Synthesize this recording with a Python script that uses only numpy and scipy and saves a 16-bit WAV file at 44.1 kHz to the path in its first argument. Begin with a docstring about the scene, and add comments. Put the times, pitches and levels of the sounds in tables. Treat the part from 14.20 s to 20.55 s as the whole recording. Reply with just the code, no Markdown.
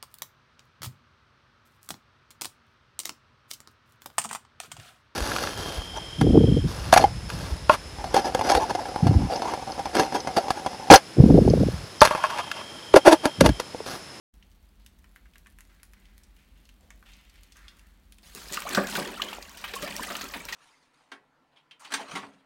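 """Over the low rumble of a small room, rats patter and scuffle on a wooden plank above a plastic bucket.
At about 4 s the plank tips and they scrape down it, then plunge into shallow water and thump the bottom.
They lull briefly after 5 s, then paddle to the end: slaps, spray, ringing bubbles and a hollow slosh,
all thrown back by the bucket's wall."""
import sys
import numpy as np
from scipy import signal
from scipy.io import wavfile
from scipy.ndimage import uniform_filter1d

SR = 44100
rng = np.random.default_rng(int(sys.argv[2]) if len(sys.argv) > 2 else 0)


def to_wav(sig):
    """Store sig (one row per channel, or 1-D mono) as 16-bit WAV at the path in sys.argv[1].

    Samples outside -1..1 are clipped; the rate is SR.
    """
    pcm = np.clip(np.atleast_2d(sig), -1, 1) * 32767
    pcm = np.round(pcm).astype(np.int16)
    wavfile.write(sys.argv[1], SR, pcm.T)  # frames by channels


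N = 280035
TIME = np.arange(N) / SR


def amp(db):
    """Decibels to gain."""
    return 10 ** (np.asarray(db) / 20)


def unit(x):
    """Scales to rms 1."""
    return x / np.sqrt(np.mean(x ** 2) + 1e-20)


def read(points, hz):
    """Reads a curve on a log-frequency axis."""
    f, value = np.transpose(points)
    return np.interp(np.log(hz + 1), np.log(f), value)


def fader(rows):
    """Gain over time from a dB curve; silent before the first row, held after the last."""
    s, db = np.transpose(rows)
    return amp(np.interp(TIME, s, db, left=-np.inf))


def add(mix, s, sound):
    """Mixes a sound in at time s."""
    part = mix[max(round(s * SR), 0):][:len(sound)]
    part += sound[:len(part)]


def eq(x, curve, size=4096):
    """Minimum-phase EQ, so that clicks keep their sharp attacks."""
    hz = abs(np.fft.fftfreq(size, 1 / SR))
    log_gain = np.log(amp(np.maximum(read(curve, hz), -100)))
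    taps = np.fft.ifft(np.exp(np.conj(signal.hilbert(log_gain)))).real[:size // 2]
    return signal.oaconvolve(x, taps)[:len(x)]


def band(x, low_hz, high_hz, order=2):
    """Band-pass filter."""
    edges = np.clip([low_hz, high_hz], 2, SR / 2 - 100)
    return signal.sosfilt(signal.butter(order, edges, "band", fs=SR, output="sos"), x)


def impacts(size, per_s, spread_db):
    """A random train of tiny impacts of uneven strength."""
    strength = amp(spread_db * np.minimum(rng.exponential(1, size), 4))
    return strength * rng.choice([-1, 1], size) * (rng.random(size) < per_s / SR)


def steady(x, size=2200):
    """Rides a texture to rms 1 while keeping its fine grain."""
    return x / np.sqrt(abs(uniform_filter1d(x ** 2, size)) + 1e-12)


def flutter(depth_db, rate_hz):
    """A random tremolo gain that breaks a texture into clumps."""
    return amp(depth_db * np.tanh(unit(band(rng.standard_normal(N), rate_hz / 4, rate_hz))))


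def patchy(x, depth_db, size):
    """Uneven gain over time and pitch, so that each grain stands out at a pitch of its own."""
    spectra = signal.stft(x, nperseg=size)[2]
    across_pitch = uniform_filter1d(rng.standard_normal(spectra.shape), size=5, axis=0)
    patches = unit(uniform_filter1d(across_pitch, size=3))
    return signal.istft(spectra * amp(depth_db * patches), nperseg=size)[1][:N]


def wake(hits, db, settle_s):
    """Power envelope of what settles after each hit, in proportion to its energy."""
    power, t = np.zeros(N), np.arange(SR) / SR
    settling = ((1 - np.exp(-t / 0.0069)) * np.exp(-t / settle_s)) ** 2 / settle_s
    for s, hit_db, decay_s, _ in hits:
        add(power, s, amp(hit_db + db) ** 2 * decay_s * settling)
    return power


# EQ of the room's hiss: f/Hz, level/dB
ROOM_EQ = [(20, -26), (45, -3), (70, 3.5), (110, -17), (200, -9.5), (450, -24), (3000, -30), (4500, -32),
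           (4900, -38), (10500, -40.5), (16000, -39.5)]
# Quick fade-in of room and plank: t/s, level/dB
FADE_IN = [(.11, -106), (.14, -1)]
def room_tone():
    """The bed: faint hiss, a wavering low rumble and a soft drone at the bucket's lowest mode."""
    hiss = amp(-60) * unit(eq(rng.standard_normal(N), ROOM_EQ))
    rumble = amp(-57.5) * steady(band(rng.standard_normal(N), 43, 50.7), size=11000)
    drone = amp(-76) * unit(band(rng.standard_normal(N), 190, 202))
    return fader(FADE_IN) * (hiss + rumble + drone)


# Reverb time of the room: f/Hz, t60/s
ROOM_DECAY = [(150, 0.19), (1500, 0.23), (5000, 0.25), (15000, 0.19)]
# Early reflections off the bucket's wall: t/s, gain
WALL_TAPS = [(.0027, -0.029), (.0046, -0.2), (.0092, -.2), (0.0117, 0.19)]
def space(x, wall_db, room_db):
    """A few quick echoes off the bucket's wall, then the room's short tail."""
    hz, t, spectra = signal.stft(rng.standard_normal(SR // 2), SR, nperseg=256)
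    decay = amp(-60 * t / read(ROOM_DECAY, hz)[:, None])
    tail = signal.istft(spectra * decay * np.minimum(t / .006, 1), SR, nperseg=256)[1]
    response = amp(room_db) * tail / np.linalg.norm(tail)
    for s, gain in WALL_TAPS:
        add(response, s, amp(wall_db) * gain * np.array([.2, .7, .2]))
    return x + signal.oaconvolve(x, response)[:N]


# Resonances of the bucket's air and wall: f/Hz, level/dB, t60/s
BUCKET_MODES = [(198.7, -0.5, 0.3), (214, 8, 0.044), (282.7, -5, 0.24), (365, -5, 0.27), (577.3, 0.5, 0.17),
                (790, -0.5, 0.11), (1197, 10, 0.068), (1537, 6, 0.14)]
def bucket_ring():
    """The bucket's modes ring out after one blow."""
    t = np.arange(SR // 3) / SR
    return sum(amp(db - 60 * t / t60) * np.cos(2 * np.pi * hz * t) for hz, db, t60 in BUCKET_MODES)


def hollow(x, ring_db):
    """Adds the ringing of the bucket to a sound inside it."""
    ring = bucket_ring()
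    return x + amp(ring_db) * signal.oaconvolve(x, ring / np.linalg.norm(ring))[:N]


# Rubs on the plank: t/s, level/dB, decay/s, rasp f/Hz
RUB_CUES = [(0.593, -72.5, 0.044, 4000), (1.49, -69.5, 0.11, 1800), (1.761, -73.5, 1, 2070),
            (2.179, -72, 0.15, 2550), (2.349, -75.5, 0.35, 2920), (2.6, -74.5, 0.61, 614),
            (2.851, -63.5, 0.37, 2800), (3.13, -70.5, 0.67, 2760), (3.35, -64, 0.41, 1650)]
def scuffle():
    """Fur and feet catch on the grain of the wood: a focused rasp with coarser, bright grit."""
    out, t = np.zeros(N), np.arange(SR * 2 // 3) / SR
    for s, db, decay_s, hz in RUB_CUES:
        rasp = unit(band(impacts(len(t), per_s=6300, spread_db=-4), hz * 0.7, hz * 1.23))
        grit = steady(band(impacts(len(t), per_s=3100, spread_db=-0.5), 910, 3500, order=1))
        envelope = np.minimum(t / 0.0093, 1) * np.exp(-t / decay_s) * (1 - t / t[-1])
        add(out, s, amp(db) * (1.72 * rasp + amp(3) * grit) * envelope)
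    return out * flutter(depth_db=2, rate_hz=45)


def rustle():
    """Whiskers, fur and toes brush about: fine, uneven grit, stronger while the rats scuffle."""
    grit = patchy(impacts(N, per_s=200, spread_db=4), depth_db=4, size=512)
    envelope = np.sqrt(amp(-75) ** 2 + wake(RUB_CUES, db=-11, settle_s=0.26))
    return unit(band(grit, 1800, 18000, order=1)) * envelope


# Fader ride of the slide: t/s, level/dB
SLIDE_RIDE = [(4.03, -57.5), (4.06, -53), (4.14, -56.5), (4.165, -44), (4.3, -54.5), (4.4, -71.5)]
# EQ of the scrape: f/Hz, level/dB
SLIDE_EQ = [(300, -0.5), (1700, 2.5), (4300, 1), (8000, -3), (16000, -11)]
def slide():
    """Claws and fur drag down the tilting plank: a dense, bright scrape."""
    grains = patchy(impacts(N, per_s=2200, spread_db=1.5), depth_db=4, size=512)
    return fader(SLIDE_RIDE) * (TIME < SLIDE_RIDE[-1][0]) * steady(eq(grains, SLIDE_EQ))


# Ticks on the plank: t/s, level/dB, wood f/Hz, snap trim/dB
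TICK_CUES = [(.226, -46.5, 2950, -13), (.316, -57.5, 3020, 6), (.663, -43, 2800, 6.5),
             (0.843, -43.5, 1720, -7), (.961, -38, 1600, -5), (1.057, -44.5, 1680, -18),
             (1.136, -50, 2560, -6), (1.157, -38, 1700, -10), (1.182, -53, 1950, 12.5),
             (1.261, -41, 1610, -15), (1.27, -41.5, 1690, -2), (1.387, -41.5, 1680, 0),
             (1.407, -42, 1820, 5.5), (1.452, -59, 2000, 9), (1.599, -51, 2300, -12),
             (1.632, -42.5, 1610, 8.5), (1.735, -41.5, 1700, -2), (1.855, -49.5, 3080, -7),
             (1.980, -53.5, 2140, 13), (2.035, -48, 5600, -9), (2.166, -52, 2600, 0),
             (2.454, -50.5, 3000, 4), (2.491, -44, 2700, -3), (2.705, -37, 1780, -1),
             (2.827, -40, 1230, -11), (2.935, -44, 3780, -11), (3.097, -48.5, 4700, 0),
             (3.157, -49, 2980, -1), (3.234, -53, 4370, 12), (3.322, -43.5, 4300, -1),
             (3.369, -49.5, 6000, 4), (3.482, -35.5, 3430, -15), (3.594, -48.5, 2770, 4.5),
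             (3.923, -44.5, 3120, 6.5), (3.985, -47, 2560, 4), (4.15, -45, 1680, 20)]
def claws():
    """Claws and teeth tick on the plank: a sharp snap and a few cycles of dead wood."""
    out, t = np.zeros(N), np.arange(SR // 25) / SR
    for s, db, hz, snap_db in TICK_CUES:
        wood = np.exp(-t / 0.0011) * np.sin(2 * np.pi * hz * t)
        body = band(rng.standard_normal(len(t)), hz * 0.56, hz * 1.59) * np.exp(-t / 0.0068)
        crack = rng.standard_normal(len(t)) * (np.exp(-t / .00025) + .14 * np.exp(-t / .005))
        snap = band(crack, 4000, 13000, order=1)
        add(out, s, amp(db) * (wood + 0.94 * body + amp(snap_db) * 3 * snap / np.linalg.norm(snap)))
    return band(out, 1100, 20000)


def bubble(hz, swell_s, rise=12):
    """A pocket of air swells into ringing and dies, gliding by `rise` octaves a second."""
    t = np.arange(0, 7 * swell_s, 1 / SR)
    pitch = np.minimum(hz * 2 ** (rise * t), SR / 2)
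    envelope = t / swell_s * np.exp(1 - t / swell_s)
    return envelope * np.sin(2 * np.pi * np.cumsum(pitch) / SR)


# How hard the rats stir the water (plunge, lull, paddling): t/s, level/dB
EFFORT_RIDE = [(4.28, -57), (4.34, -46), (4.44, -49.5), (4.53, -38.5), (4.69, -42), (4.79, -38.5),
               (4.94, -45.5), (5.15, -49), (5.22, -55), (5.35, -54), (5.51, -51), (5.66, -42.5),
               (5.78, -45), (6.04, -47), (6.11, -51), (6.165, -44), (6.23, -50.5), (6.35, -53)]
def stirred(db, slope, paddle_db=-45):
    """Power envelope of a layer: at db when the effort is paddle_db, gaining slope dB per dB of effort."""
    return (amp(db) * (fader(EFFORT_RIDE) / amp(paddle_db)) ** slope) ** 2


def bubble_cloud(low_hz, high_hz, cycles, spread_db, count):
    """Many bubbles of random size while the water is stirred; small ones are higher and shorter."""
    out, first = np.zeros(N + SR), round(EFFORT_RIDE[0][0] * SR)
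    for hz in np.geomspace(low_hz, high_hz, 100):
        swell_s = cycles / hz * 2 ** rng.uniform(-0.9, 1)
        ring = bubble(hz, swell_s, rise=0.035 * rng.random() / swell_s) * hz / high_hz
        starts = rng.integers(first, N, count // 100)
        gains = amp(spread_db * np.minimum(rng.exponential(1, len(starts)), 4))
        for at, gain in zip(starts, gains):
            out[at:at + len(ring)] += gain * ring
    return out[:N]


# Swells of spray: peak t/s, level/dB, half length/s
SHEET_CUES = [(4.35, -46.5, 0.12), (4.55, -40.5, 0.038), (4.755, -38.5, 0.048), (5.634, -39, 0.012),
              (5.893, -45.5, 0.16)]
def sheets():
    """Power envelope of the sheets of spray thrown up by a falling body or a hard kick."""
    return sum(amp(db) ** 2 * np.exp(-((TIME - s) / half_s) ** 2) for s, db, half_s in SHEET_CUES)


# EQs of the low heave, the midrange churn and the bright spray: f/Hz, level/dB
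HEAVE_EQ = [(60, -54), (140, -7), (190, 0), (330, -6.5), (560, -2.5), (750, -12), (2500, -54.5)]
CHURN_EQ = [(300, -21), (650, 5.5), (1250, 6), (3200, 1), (9000, -48)]
SPRAY_EQ = [(1100, -7.5), (4300, -4), (7000, -7.5), (10400, -11), (15500, -11.5)]
def thrashing():
    """Paddling heaves big cavities, churns up small bubbles and throws spray that lands in clumps."""
    heave = eq(bubble_cloud(145, 1086, cycles=0.8, spread_db=3, count=1600), HEAVE_EQ)
    churn = eq(bubble_cloud(575, 7180, cycles=3, spread_db=4, count=3500), CHURN_EQ)
    spray = eq(patchy(impacts(N, per_s=6000, spread_db=1.5), depth_db=5.5, size=128), SPRAY_EQ)
    fizz = eq(bubble_cloud(2200, 9000, cycles=2.8, spread_db=4, count=2500), SPRAY_EQ)
    top = amp(-0.5) * steady(spray) + amp(-5) * steady(fizz)
    # A thump leaves the water heaving; a slap leaves bubbles and falling drops.
    heave_gain = np.sqrt(stirred(-48.5, slope=1.39) + wake(THUMP_CUES, -11.5, settle_s=0.045))
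    churn_gain = np.sqrt(stirred(-44.5, slope=1) + wake(SLAP_CUES, -9, settle_s=0.035))
    top_gain = np.sqrt(stirred(-49.5, slope=0.56) + wake(SLAP_CUES, -14, settle_s=0.028) + sheets())
    return (heave_gain * steady(hollow(heave, ring_db=-16), size=1500)
            + churn_gain * steady(churn, size=2400)
            + top_gain * flutter(depth_db=3.5, rate_hz=62) * top)


# Single drops landing: t/s, level/dB
DROP_CUES = [(4.324, -34), (4.333, -21), (4.3443, -23), (4.404, -27), (4.4918, -24.5), (4.5332, -25),
             (4.6702, -26.5), (4.6993, -25), (5.2945, -37.5), (5.3733, -34), (5.623, -29), (5.7651, -19.5),
             (5.7946, -34), (5.831, -27), (5.9675, -25.5), (6.0173, -25.5), (6.0423, -30), (6.2528, -28.5)]
def drops():
    """A flung drop bursts on water or plastic with a sharp crack, a tiny ping and a brief spatter."""
    out, t = np.zeros(N), np.arange(SR // 30) / SR
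    envelope = np.exp(-t / 0.0009) + 0.16 * np.exp(-t / 0.008)
    for s, db in DROP_CUES:
        burst = band(rng.standard_normal(len(t)) * envelope, 4200, 14000, order=1)
        add(out, s, amp(db) * burst / abs(burst).max())
        add(out, s, amp(db - 5) * bubble(rng.uniform(5500, 9500), swell_s=.0005))
    return out


# Knocks on the bucket: t/s, level/dB, decay/s, high cut f/Hz
THUMP_CUES = [(4.15, -47.5, 0.044, 496), (4.312, -37, 0.0045, 517), (4.573, -17.5, 0.015, 1680),
              (4.582, -22, 0.022, 630), (4.778, -28.5, 0.03, 1090), (4.86, -41, 0.065, 450),
              (5.029, -43.5, 0.094, 614), (5.626, -34, 0.013, 493), (5.805, -41, 0.013, 405),
              (5.903, -42, 0.029, 544), (6.034, -38, 0.015, 404), (6.163, -39, 0.0065, 408)]
def thumps():
    """Plank and bodies land soft, dull blows on the plastic; each sets the bucket ringing."""
    out, ring = np.zeros(N), bucket_ring()
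    t = np.arange(len(ring)) / SR
    attack = 1 - np.exp(-t / 0.0022)
    for s, db, decay_s, hz in THUMP_CUES:
        thud = band(rng.standard_normal(len(t)), min(236, hz * 0.41), hz, order=5)
        blow = steady(thud, size=300) * np.exp(-t / decay_s)
        add(out, s, amp(db) * (blow + amp(-7.5) * band(ring, 71, hz)) * attack)
    return band(out, 115, 6000)  # the bucket radiates little below its lowest mode


# Featured bubbles: t/s, level/dB, f/Hz, swell/s, glide/(octaves/s)
PLOP_CUES = [(4.3752, -20, 1370, 0.001, -61), (4.453, -32, 594, 0.0045, 37.5),
             (4.466, -31.5, 952, 0.0043, 48), (4.488, -29, 2200, 0.00083, 27),
             (4.55, -20.5, 1490, 0.001, 33), (4.572, -19, 1510, 0.0032, 3), (4.577, -24.5, 527, 0.0031, 5),
             (4.642, -31.5, 1666, 0.0043, 2), (4.756, -30.5, 1435, 0.0023, 14),
             (4.973, -36, 1285, 0.0032, 12), (4.998, -29.5, 1050, 0.0026, 47),
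             (5.018, -22, 2830, 0.002, 10), (5.085, -31, 3020, 0.0017, 24), (5.129, -27, 900, 0.00076, 9),
             (5.185, -30.5, 715, 0.00072, -4), (5.537, -36, 406, 0.0046, 23),
             (5.561, -32, 1072, 0.006, 1.5), (5.627, -33.5, 542, 0.011, 9.5),
             (5.795, -28.5, 1020, 0.0021, -3), (5.822, -32.5, 1540, 0.0046, 30.5),
             (5.882, -38, 1220, 0.0025, 0), (5.908, -38, 1303, 0.0077, -1), (5.910, -35, 590, 0.0029, 31),
             (5.955, -43, 1236, 0.0027, 1), (6.031, -37.5, 1270, 0.0067, 4.5),
             (6.326, -24, 1925, 0.0018, -6)]
def plops():
    """The large bubbles trapped by bodies and paws; the choppy surface makes their ring flutter."""
    out = np.zeros(N)
    for s, db, hz, swell_s, rise in PLOP_CUES:
        add(out, s, amp(db) * bubble(hz, swell_s, rise))
    return out * flutter(depth_db=2.5, rate_hz=195)


# Hits on the water: t/s, level/dB, decay/s, splash centre f/Hz
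SLAP_CUES = [(4.324, -26.5, 0.0022, 6840), (4.336, -30, 0.014, 5300), (4.371, -24.5, 0.0026, 2740),
             (4.42, -34, 0.0056, 2340), (4.507, -33.5, 0.007, 3000), (4.547, -21, 0.0071, 4080),
             (4.671, -31.5, 0.0043, 3650), (4.697, -41.5, 0.031, 7200), (4.752, -21.5, 0.0058, 2700),
             (4.874, -32.5, 0.0036, 3270), (5.019, -21.5, 0.0041, 3270), (5.084, -39, 0.016, 2900),
             (5.13, -33, 0.0076, 2720), (5.225, -34.5, 0.0035, 4730), (5.371, -47, 0.053, 4370),
             (5.440, -31, 0.014, 2260), (5.478, -40.5, 0.034, 2940), (5.536, -29.5, 0.0081, 3300),
             (5.553, -36, 0.013, 8000), (5.623, -36.5, 0.02, 3270), (5.675, -32, 0.0083, 2400),
             (5.833, -31, 0.01, 2750), (5.902, -33.5, 0.015, 2020), (5.952, -28, 0.0062, 2910),
             (6.010, -32, 0.011, 3560), (6.137, -31, 0.012, 2510), (6.285, -33.5, 0.018, 2450),
             (6.324, -31.5, 0.017, 3900)]
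def slaps():
    """A body or paw slaps up a short crackle of droplets around one pitch and traps a bubble there."""
    out, t = np.zeros(N), np.arange(SR // 8) / SR
    attack = 1 - np.exp(-t / 0.0008)
    for s, db, decay_s, hz in SLAP_CUES:
        noise = rng.standard_normal(len(t))
        splatter = unit(band(noise, 600, 18000))
        burst = unit(band(noise, hz * 0.43, hz * 1.53)) + amp(-7.5) * splatter
        add(out, s, amp(db) * steady(burst, size=300) * attack * np.exp(-t / decay_s))
        add(out, s, amp(db - 4) * bubble(hz, swell_s=3.5 / hz))
    return out


def scene():
    """The mono mix: the plank above, the water down in the bucket, and the room."""
    plank = fader(FADE_IN) * space(claws() + rustle() + scuffle() + slide(), wall_db=-8, room_db=-8.5)
    water = thrashing() + hollow(slaps() + plops(), ring_db=-21) + drops() + thumps()
    return (plank + space(water, wall_db=-8.5, room_db=-10.5) + room_tone())[None]


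def record(dry):
    """A steep high cut at 16.1 kHz on the whole mix."""
    taps = signal.firwin(401, 16100, window=("kaiser", 8), fs=SR)
    return signal.oaconvolve(dry, taps[None], "same", axes=1)


dry = scene()
out = record(dry)
to_wav(out)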